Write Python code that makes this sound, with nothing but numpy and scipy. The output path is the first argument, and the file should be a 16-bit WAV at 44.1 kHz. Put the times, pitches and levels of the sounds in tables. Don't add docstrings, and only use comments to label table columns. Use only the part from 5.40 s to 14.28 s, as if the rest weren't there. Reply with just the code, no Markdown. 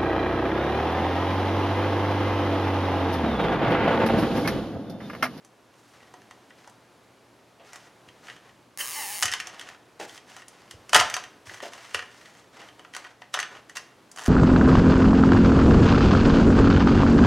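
import sys
import numpy as np
from scipy import signal
from scipy.fft import rfft, irfft
from scipy.io import wavfile

SR = 44100
rng = np.random.default_rng(int(sys.argv[2]) if len(sys.argv) > 2 else 0)


def dump(signal):
    limited = np.clip(np.atleast_2d(signal).T, -1, 1)
    pcm = np.round(limited * 32767).astype(np.int16)
    wavfile.write(sys.argv[1], SR, pcm)


N = 391608
TIME = np.arange(N) / SR
AGE = TIME[:2 ** 14]

# frequency_hz, level_db, t60_s
SHELL_MODES = [(447, -29, 0.3), (728.4, -18, 0.14), (845, -31.5, .16), (998, -21.5, 0.075),
               (1217, -25, 0.097), (1348, -29, 0.089), (1504, -31, 0.19), (1830, -16, 0.04),
               (1928, -17.5, 0.063), (2802, -19, 0.054), (2970, -18.5, 0.029), (3140, -23.5, .1),
               (4590, -18.5, 0.1), (6240, -16, 0.061)]
# start_s, length_s, level_db, tilt_db_per_octave
RUB_STROKES = [(0.324, 0.26, -66, 4), (0.512, .21, -60.5, -1.5), (1.152, 0.14, -62, .5),
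               (2.222, 0.29, -56, .5), (2.813, .16, -54.5, 0.5), (3.035, .07, -57.5, -3),
               (4.017, 0.35, -50, -1.5), (4.59, 0.074, -44, 1.5), (4.667, 0.117, -51.5, 3.5),
               (4.857, .17, -52.5, 1), (5.07, 0.26, -60, -0.5), (6.046, 0.16, -51, 2.5),
               (6.214, 0.085, -44, 1), (6.278, 0.39, -51, 0.6), (6.662, 0.398, -57, 1.3),
               (7.119, .18, -51, -1.5), (7.535, .2, -53.5, -1.5), (8.1, .11, -49.5, -3),
               (8.35, 0.037, -40.5, 2), (8.77, .16, -55, -1.5)]


def undb(db):
    return 10 ** (np.asarray(db) / 20)


def unit(x):
    return x / np.sqrt(np.mean(x ** 2))


def bins(x):
    return np.maximum(np.fft.rfftfreq(len(x), 1 / SR), 1)


def colour(x, points, extra_db=0):
    hz, db = np.transpose(points)
    gain_db = np.interp(np.log(bins(x)), np.log(hz), db) + extra_db
    cepstrum = irfft(np.log(undb(gain_db)), len(x))
    half = len(x) // 2
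    cepstrum[1:half] *= 2
    cepstrum[half + 1:] = 0
    return irfft(rfft(x) * np.exp(rfft(cepstrum)), len(x))


def add(track, s, sound):
    start = int(s * SR)
    track[start:start + len(sound)] += sound[:max(N - start, 0)]


def burst(decay_s):
    return rng.standard_normal(len(AGE)) * np.exp(-AGE / max(decay_s, 1 / SR))


def strike(x):
    return x / np.sqrt(np.mean(x[:SR // 100] ** 2))


def walk(rate):
    return np.interp(TIME * rate, np.arange(N // 16), rng.standard_normal(N // 16))


def ring(hz, db, t60_s):
    return undb(db - 60 * AGE / t60_s) * np.sin(2 * np.pi * hz * AGE)


def cable_tie(pawl_db=-35.5, scatter_db=0.1, jitter=0.02, catch_s=3.3747, catch_db=-38):
    # time_s, teeth_per_s
    pull = [(3.386, 240), (3.417, 320), (3.465, 108), (3.52, 178), (3.57, 308), (3.665, 190), (3.725, 217),
            (3.772, 206), (3.795, 118), (3.821, 97)]
    # frequency_hz, gain_db
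    pawl_colour = [(100, -19), (450, -8), (1200, 3), (1450, -8), (1850, 2.5), (2450, -4.5), (3050, 1.5),
                   (4100, -3), (5400, -2), (6500, 2), (10000, 2), (13000, -0.5), (15500, -1)]
    # frequency_hz, gain_db
    shake_colour = [(300, -26), (1400, -15), (1800, -1), (2100, -4), (2500, -14), (3080, 7.5), (3700, -22),
                    (9000, -17)]
    snap_s, ring_s, ring_db = 0.0006, 0.008, -17
    own_db = -7
    rebound_s, rebound_db = 0.0013, -4
    return_s, return_s_per_tooth, return_db = 0.0006, 0.000009, -5
    jerk_s, jerk_width_s, jerk_db = 3.41, 0.011, 1
    shake_db = -44
    taut_s, slack_s, taut_fade_s = 3.52, 3.805, 0.064
    strap_hz, strap_width_hz, strap_db, pluck_scatter_db = 837, 93, -43, 2

    s, speed = np.transpose(pull)
    rate = np.interp(TIME, s, speed) * (1 + jitter * walk(200))
    pulling = (TIME > s[0]) & (TIME < s[-1])
    jerk = np.exp(-((TIME - jerk_s) / jerk_width_s) ** 2)
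    level_db = pawl_db + jerk_db * jerk
    teeth = np.flatnonzero(np.diff(np.ceil(np.cumsum(rate * pulling) / SR)))
    plucks = np.zeros(N)
    plucks[teeth] = undb(pluck_scatter_db * rng.standard_normal(len(teeth)))

    head = burst(snap_s) + undb(ring_db) * burst(ring_s)
    pawl = np.zeros(N)
    for tooth, i in enumerate(teeth):
        snap = undb(level_db[i] + scatter_db * rng.standard_normal()) / np.sqrt(rate[i])
        tooth_s = i / SR
        add(pawl, tooth_s, snap * (head + undb(own_db) * burst(2 * snap_s)))
        add(pawl, tooth_s + return_s + return_s_per_tooth * tooth, snap * undb(return_db) * head)
        rebound = burst(snap_s) + undb(ring_db) * burst(ring_s)
        add(pawl, tooth_s + rebound_s * rng.uniform(0.76, 1.3), snap * undb(rebound_db) * rebound)

    shake = colour(pawl * (jerk + (rate / speed.max()) ** 2 / 2), shake_colour)
    shake *= undb(shake_db) / np.std(shake[pulling])
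    pawl = colour(pawl, pawl_colour)
    pawl *= np.sqrt(np.mean(undb(level_db[pulling]) ** 2)) / np.std(pawl[pulling])
    add(pawl, catch_s, undb(catch_db) * strike(colour(head, pawl_colour)))
    taut = np.clip(np.minimum(TIME - taut_s, slack_s - TIME) / taut_fade_s, 0, 1)
    peak = signal.iirpeak(strap_hz, strap_hz / strap_width_hz, fs=SR)
    strap = signal.lfilter(*peak, plucks * taut + 1e-18)
    strap *= undb(strap_db) / np.std(strap[taut > 0])
    return pawl + shake + strap


def clicks(crack_s=0.002, rise_s=0.0004, hollow_s=0.011, hollow_db=-13, rattle_db=5, heavy_db=-12):
    # start_s, level_db, body_db, edge_db, struck_part_hz
    contacts = [(.048, -61, 16.5, 14, 830), (.739, -50, 15, -3, 835), (.818, -54, -3, -4, 1170),
                (0.91, -47.5, 10.5, -2.5, 1950), (1.105, -46, -18, -27, 2050), (1.275, -54.5, 19, 5, 1440),
                (1.297, -60.5, 11, 13, 890), (2.332, -46.5, 10, 4, 2260), (2.358, -47, 11.5, 6.5, 1130),
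                (2.687, -47, -15, -10, 3150), (2.884, -39.5, -3, -19, 1730), (2.899, -37.5, -22, -18, 1730),
                (3.825, -22, 2, 2.5, 5600), (3.8308, -23, -9, 8.5, 3118), (3.855, -26, -11, 6.5, 2100),
                (3.881, -27, -18, -9, 2630), (3.916, -32.5, -13, 2, 5570), (3.924, -27.5, -9, -3, 5470),
                (3.937, -25, 0, -0.5, 2990), (4.0005, -28.5, -8, -4.5, 2900), (4.071, -38, 1, 1, 6470),
                (4.195, -38, -24, -1, 3030), (4.212, -38, -16, -4.5, 1910), (4.288, -40, -2, -3.5, 1730),
                (4.965, -45, 11, 1, 3340), (5.082, -55, 8, 15, 10150), (5.3102, -42, -5, 4, 3050),
                (5.4936, -41.5, 0, 3.5, 4860), (5.5317, -18, 11.5, -1.5, 3120), (5.5453, -12.5, 0, 3, 3170),
                (5.5486, -15, 9, 1, 1290), (5.5555, -16, 14.5, -13, 730), (5.562, -13, 5.5, 0.5, 1390),
                (5.5944, -16.5, -0.5, -15, 2940), (5.5989, -19.5, -0.5, -0.5, 1380),
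                (5.6105, -26, 15, -3, 1360), (5.699, -34, -16, 4, 2260), (5.7404, -24, -3, -2, 6100),
                (5.766, -29.5, 11, -3, 1050), (5.838, -38, -6.5, -7, 6300), (6.0952, -36.5, -6, -20, 1720),
                (6.143, -40, 4, -8, 6260), (6.203, -40, 5, -11, 1880), (6.334, -43.5, 11, 2, 1800),
                (6.5452, -21.5, -5, -7, 2660), (6.592, -31, -3, -13.5, 1871), (6.624, -40, 10.5, -11, 1870),
                (6.857, -44.5, -13, -12, 1880), (7.394, -46.5, 10.5, -8.5, 2970),
                (7.449, -46, 10, -16, 2010), (7.537, -40.5, -1, -6, 1690), (7.5491, -37, 2.5, 0, 1520),
                (7.565, -35, 5, 1, 1540), (7.647, -42, 6.5, -11, 1940), (7.819, -41, 5, -15, 1880),
                (7.9405, -23, -3.5, -5.5, 3340), (7.946, -27.5, 9, -9, 1800), (7.973, -29, 4.5, -27, 1420),
                (7.9897, -25, 1, -4, 1850), (8.0, -28, -5, -1, 6100), (8.028, -28.5, -1.5, -12, 1860),
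                (8.296, -44, -1, 3, 1930), (8.369, -37.5, 8.5, 6, 5240), (8.715, -56.5, 7, 16, 7460),
                (8.761, -48.5, 13.5, 7, 7840)]
    # frequency_hz, gain_db
    contact_colour = [(30, -32), (250, -23.5), (500, -11), (750, -9.5), (1300, 0.5), (1900, -0.5),
                      (2400, -3.5), (3050, -1.5), (4000, -7.5), (6200, -4.5), (7500, -8.5), (10000, -12),
                      (15000, -31)]
    shell_db, body_hz, edge_hz = -6, 700, 4800
    part_db, part_width = 5, 0.11
    graze_s, graze_db, graze_share = 0.0052, -25, 0.25

    out, f = np.zeros(N), bins(AGE)
    rings = np.array([ring(hz, db + shell_db, t60_s) for hz, db, t60_s in SHELL_MODES])
    body = 1 / (1 + (2 * np.log(f / body_hz)) ** 4)
    edge = 1 / (1 + (edge_hz / f) ** 4)
    press = 1 - np.exp(-AGE / rise_s)
    for s, db, body_db, edge_db, part_hz in contacts + dragged_strap() + faint_ticks():
        shares = rng.choice([-1, 1], len(SHELL_MODES)) * rng.uniform(0.49, 1.47, len(SHELL_MODES))
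        crack = burst(crack_s)
        rattle = undb(hollow_db + rattle_db * undb(db - heavy_db)) * burst(hollow_s)
        blow = press * (crack + rattle + shares @ rings)
        part = part_db / (1 + (np.log(f / part_hz) / part_width) ** 2)
        hit = strike(colour(blow, contact_colour, part))
        add(out, s, colour(hit, [(1, db)], body_db * body + edge_db * edge))
        graze = strike(colour(burst(graze_s), contact_colour))[:SR // 50]
        graze_gain = undb(db + graze_db + graze_share * (heavy_db - db))
        add(out, s - len(graze) / SR, graze_gain * graze[::-1])
    return out


def dragged_strap(start_s=8.775, count=20, ticks_per_s=115, level_db=-42.5, scatter_db=3.0, uneven=0.143):
    body_db, edge_db, part_hz = 8.5, 3, 1600
    rows = []
    for i, (late, size) in enumerate(rng.standard_normal((count, 2))):
        s = start_s + (i + uneven * late) / ticks_per_s
        rows.append((s, level_db + scatter_db * size, body_db, edge_db, part_hz))
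    return rows


def faint_ticks(count=160, over_rub_db=2.5, scatter_db=4.5, body_db=2.5, edge_db=-9):
    parts = [hz for hz, _, _ in SHELL_MODES if 1400 < hz < 3300]
    rows = []
    for i, (when, size, place) in enumerate(rng.random((count, 3))):
        s = (i + when) / count * N / SR
        part_hz = parts[int(place * len(parts))]
        for start, length, db, tilt_db in RUB_STROKES:
            if start < s < start + length:
                tick_db = db + over_rub_db + scatter_db * (2 * size - 1)
                rows.append((s, tick_db, body_db, edge_db + 2 * tilt_db, part_hz))
    return rows


def knocks(bench_s=0.00601, thud_db=-4):
    # start_s, level_db, decay_s
    pads = [(.7385, -53, 0.0086), (2.197, -51.5, 0.042), (3.838, -36.5, 0.017), (4.599, -36, 0.028),
            (4.627, -46, 0.013), (5.532, -37, 0.0028), (5.553, -22.5, 0.015), (5.595, -38, 0.0099),
            (6.111, -47, 0.0081), (6.2269, -35, .016), (6.253, -39.5, 0.013), (6.546, -36.5, .01)]
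    # frequency_hz, gain_db
    pad_colour = [(30, -51.5), (200, -18.5), (320, -7), (560, -2.5), (800, -4), (1400, -17.5), (3000, -16),
                  (9000, -48)]
    # start_s, level_db
    thumps = [(2.677, -58), (3.847, -44.5), (5.339, -48), (5.558, -41), (5.587, -34.5), (6.071, -52),
              (6.553, -51)]
    # frequency_hz, gain_db
    bench_colour = [(30, -34.5), (65, -9), (100, -3.5), (135, -11), (250, -15.5), (450, -16.5),
                    (1000, -30.5), (5000, -56.5)]
    # frequency_hz, level_db, t60_s
    bench_modes = [(70.86, -16.5, 0.17), (101, -5, 0.2)]

    out = np.zeros(N)
    for s, db, decay_s in pads:
        add(out, s, undb(db) * strike(colour(burst(decay_s), pad_colour)))
    sway = sum(ring(hz, db, t60_s) for hz, db, t60_s in bench_modes)
    sway = sway * (1 - np.exp(-AGE / bench_s))
    for s, db in thumps:
        thud = colour(burst(bench_s), bench_colour)
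        thud *= undb(thud_db) / np.std(thud[:SR // 40])
        add(out, s, undb(db) * (sway + thud))
    return out


def rubs(grain_db=3.0, uneven_db=2, fade=0.35, pivot_hz=2000, ease_db=3):
    # frequency_hz, gain_db
    rub_colour = [(50, -30), (300, -7.5), (700, 3), (1300, 2), (1900, 1), (2400, -3.5), (3100, -4),
                  (4000, -5.5), (6200, -6), (10000, -16.5), (15000, -30.5)]
    sing_hz, sing_octaves_per_db, sing_db, sing_width = 2100, -0.1, 8, 0.2

    out = np.zeros(N)
    sizes = undb(grain_db * np.minimum(rng.exponential(size=N), 7))
    slips = unit(rng.standard_normal(N) * sizes) * undb(uneven_db * walk(70))
    for s, length, db, tilt_db in RUB_STROKES:
        stroke = slips[int(s * SR):int((s + length) * SR)]
        size = len(stroke)
        stroke = stroke * undb(-ease_db * np.linspace(0, 1, size)) * signal.windows.tukey(size, fade)
        stroke = np.pad(stroke, (0, 2 ** 15 - size))
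        f = bins(stroke)
        octaves = np.log2(f / sing_hz) - sing_octaves_per_db * tilt_db
        sing = sing_db / (3 + (octaves / sing_width) ** 2)
        stroke = colour(stroke, rub_colour, tilt_db * np.log2(f / pivot_hz) + sing)
        add(out, s, undb(db) * stroke / np.std(stroke[:size]))
    return out


def room(x, t60_s=0.43, treble_t60_s=0.31, split_hz=5000, gap_s=0.0031):
    # frequency_hz, gain_db
    walls = [(80, -0.5), (300, -6), (800, -7), (2000, -8), (6000, -8.5), (15000, -13)]
    age = TIME[:SR]
    noise = rng.standard_normal(SR)
    low = signal.sosfiltfilt(signal.butter(2, split_hz, fs=SR, output="sos"), noise)
    tail = low * undb(-60 * age / t60_s) + (noise - low) * undb(-60 * age / treble_t60_s)
    tail = tail * (age > gap_s)
    return signal.fftconvolve(x, colour(tail / np.linalg.norm(tail), walls))[:N]


def sideways(x, spread_s=0.026):
    # frequency_hz, gain_db
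    stereo_width = [(300, -16), (800, -40.5), (2500, -19), (10000, -16)]
    paths = burst(spread_s)
    return signal.fftconvolve(x, colour(paths / np.linalg.norm(paths), stereo_width))[:N]


def background(air_db=-56.5, side_db=-14, waver_db=1.7, hum_hz=120, hum_db=-71, whine_hz=11100, whine_db=-85):
    # frequency_hz, level_db
    air_colour = [(25, -31.5), (60, -11.5), (110, -4.5), (200, -2.5), (290, 0), (640, -3.5), (1000, -5.5),
                  (2000, -12), (6000, -20.5), (11000, -27.5), (16000, -37)]
    air, side = (undb(air_db) * unit(colour(rng.standard_normal(N), air_colour)) for _ in range(2))
    hum = undb(hum_db) * unit(np.sin(2 * np.pi * hum_hz * TIME))
    whine = undb(whine_db) * unit(walk(300) * np.sin(2 * np.pi * whine_hz * TIME))
    return air * undb(waver_db * walk(2.72)) + hum + whine, undb(side_db) * side


def scene(rubs_db=-1):
    handling = cable_tie() + clicks() + knocks() + undb(rubs_db) * rubs()
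    air, air_side = background()
    mid = handling + room(handling) + air
    side = sideways(handling) + air_side
    return np.array([mid + side, mid - side])


def record(dry):
    low_pass = signal.ellip(10, 0.2, 80, 16000, fs=SR, output="sos")
    return signal.sosfilt(low_pass, np.tanh(dry))


dry = scene()
out = record(dry)
dump(out)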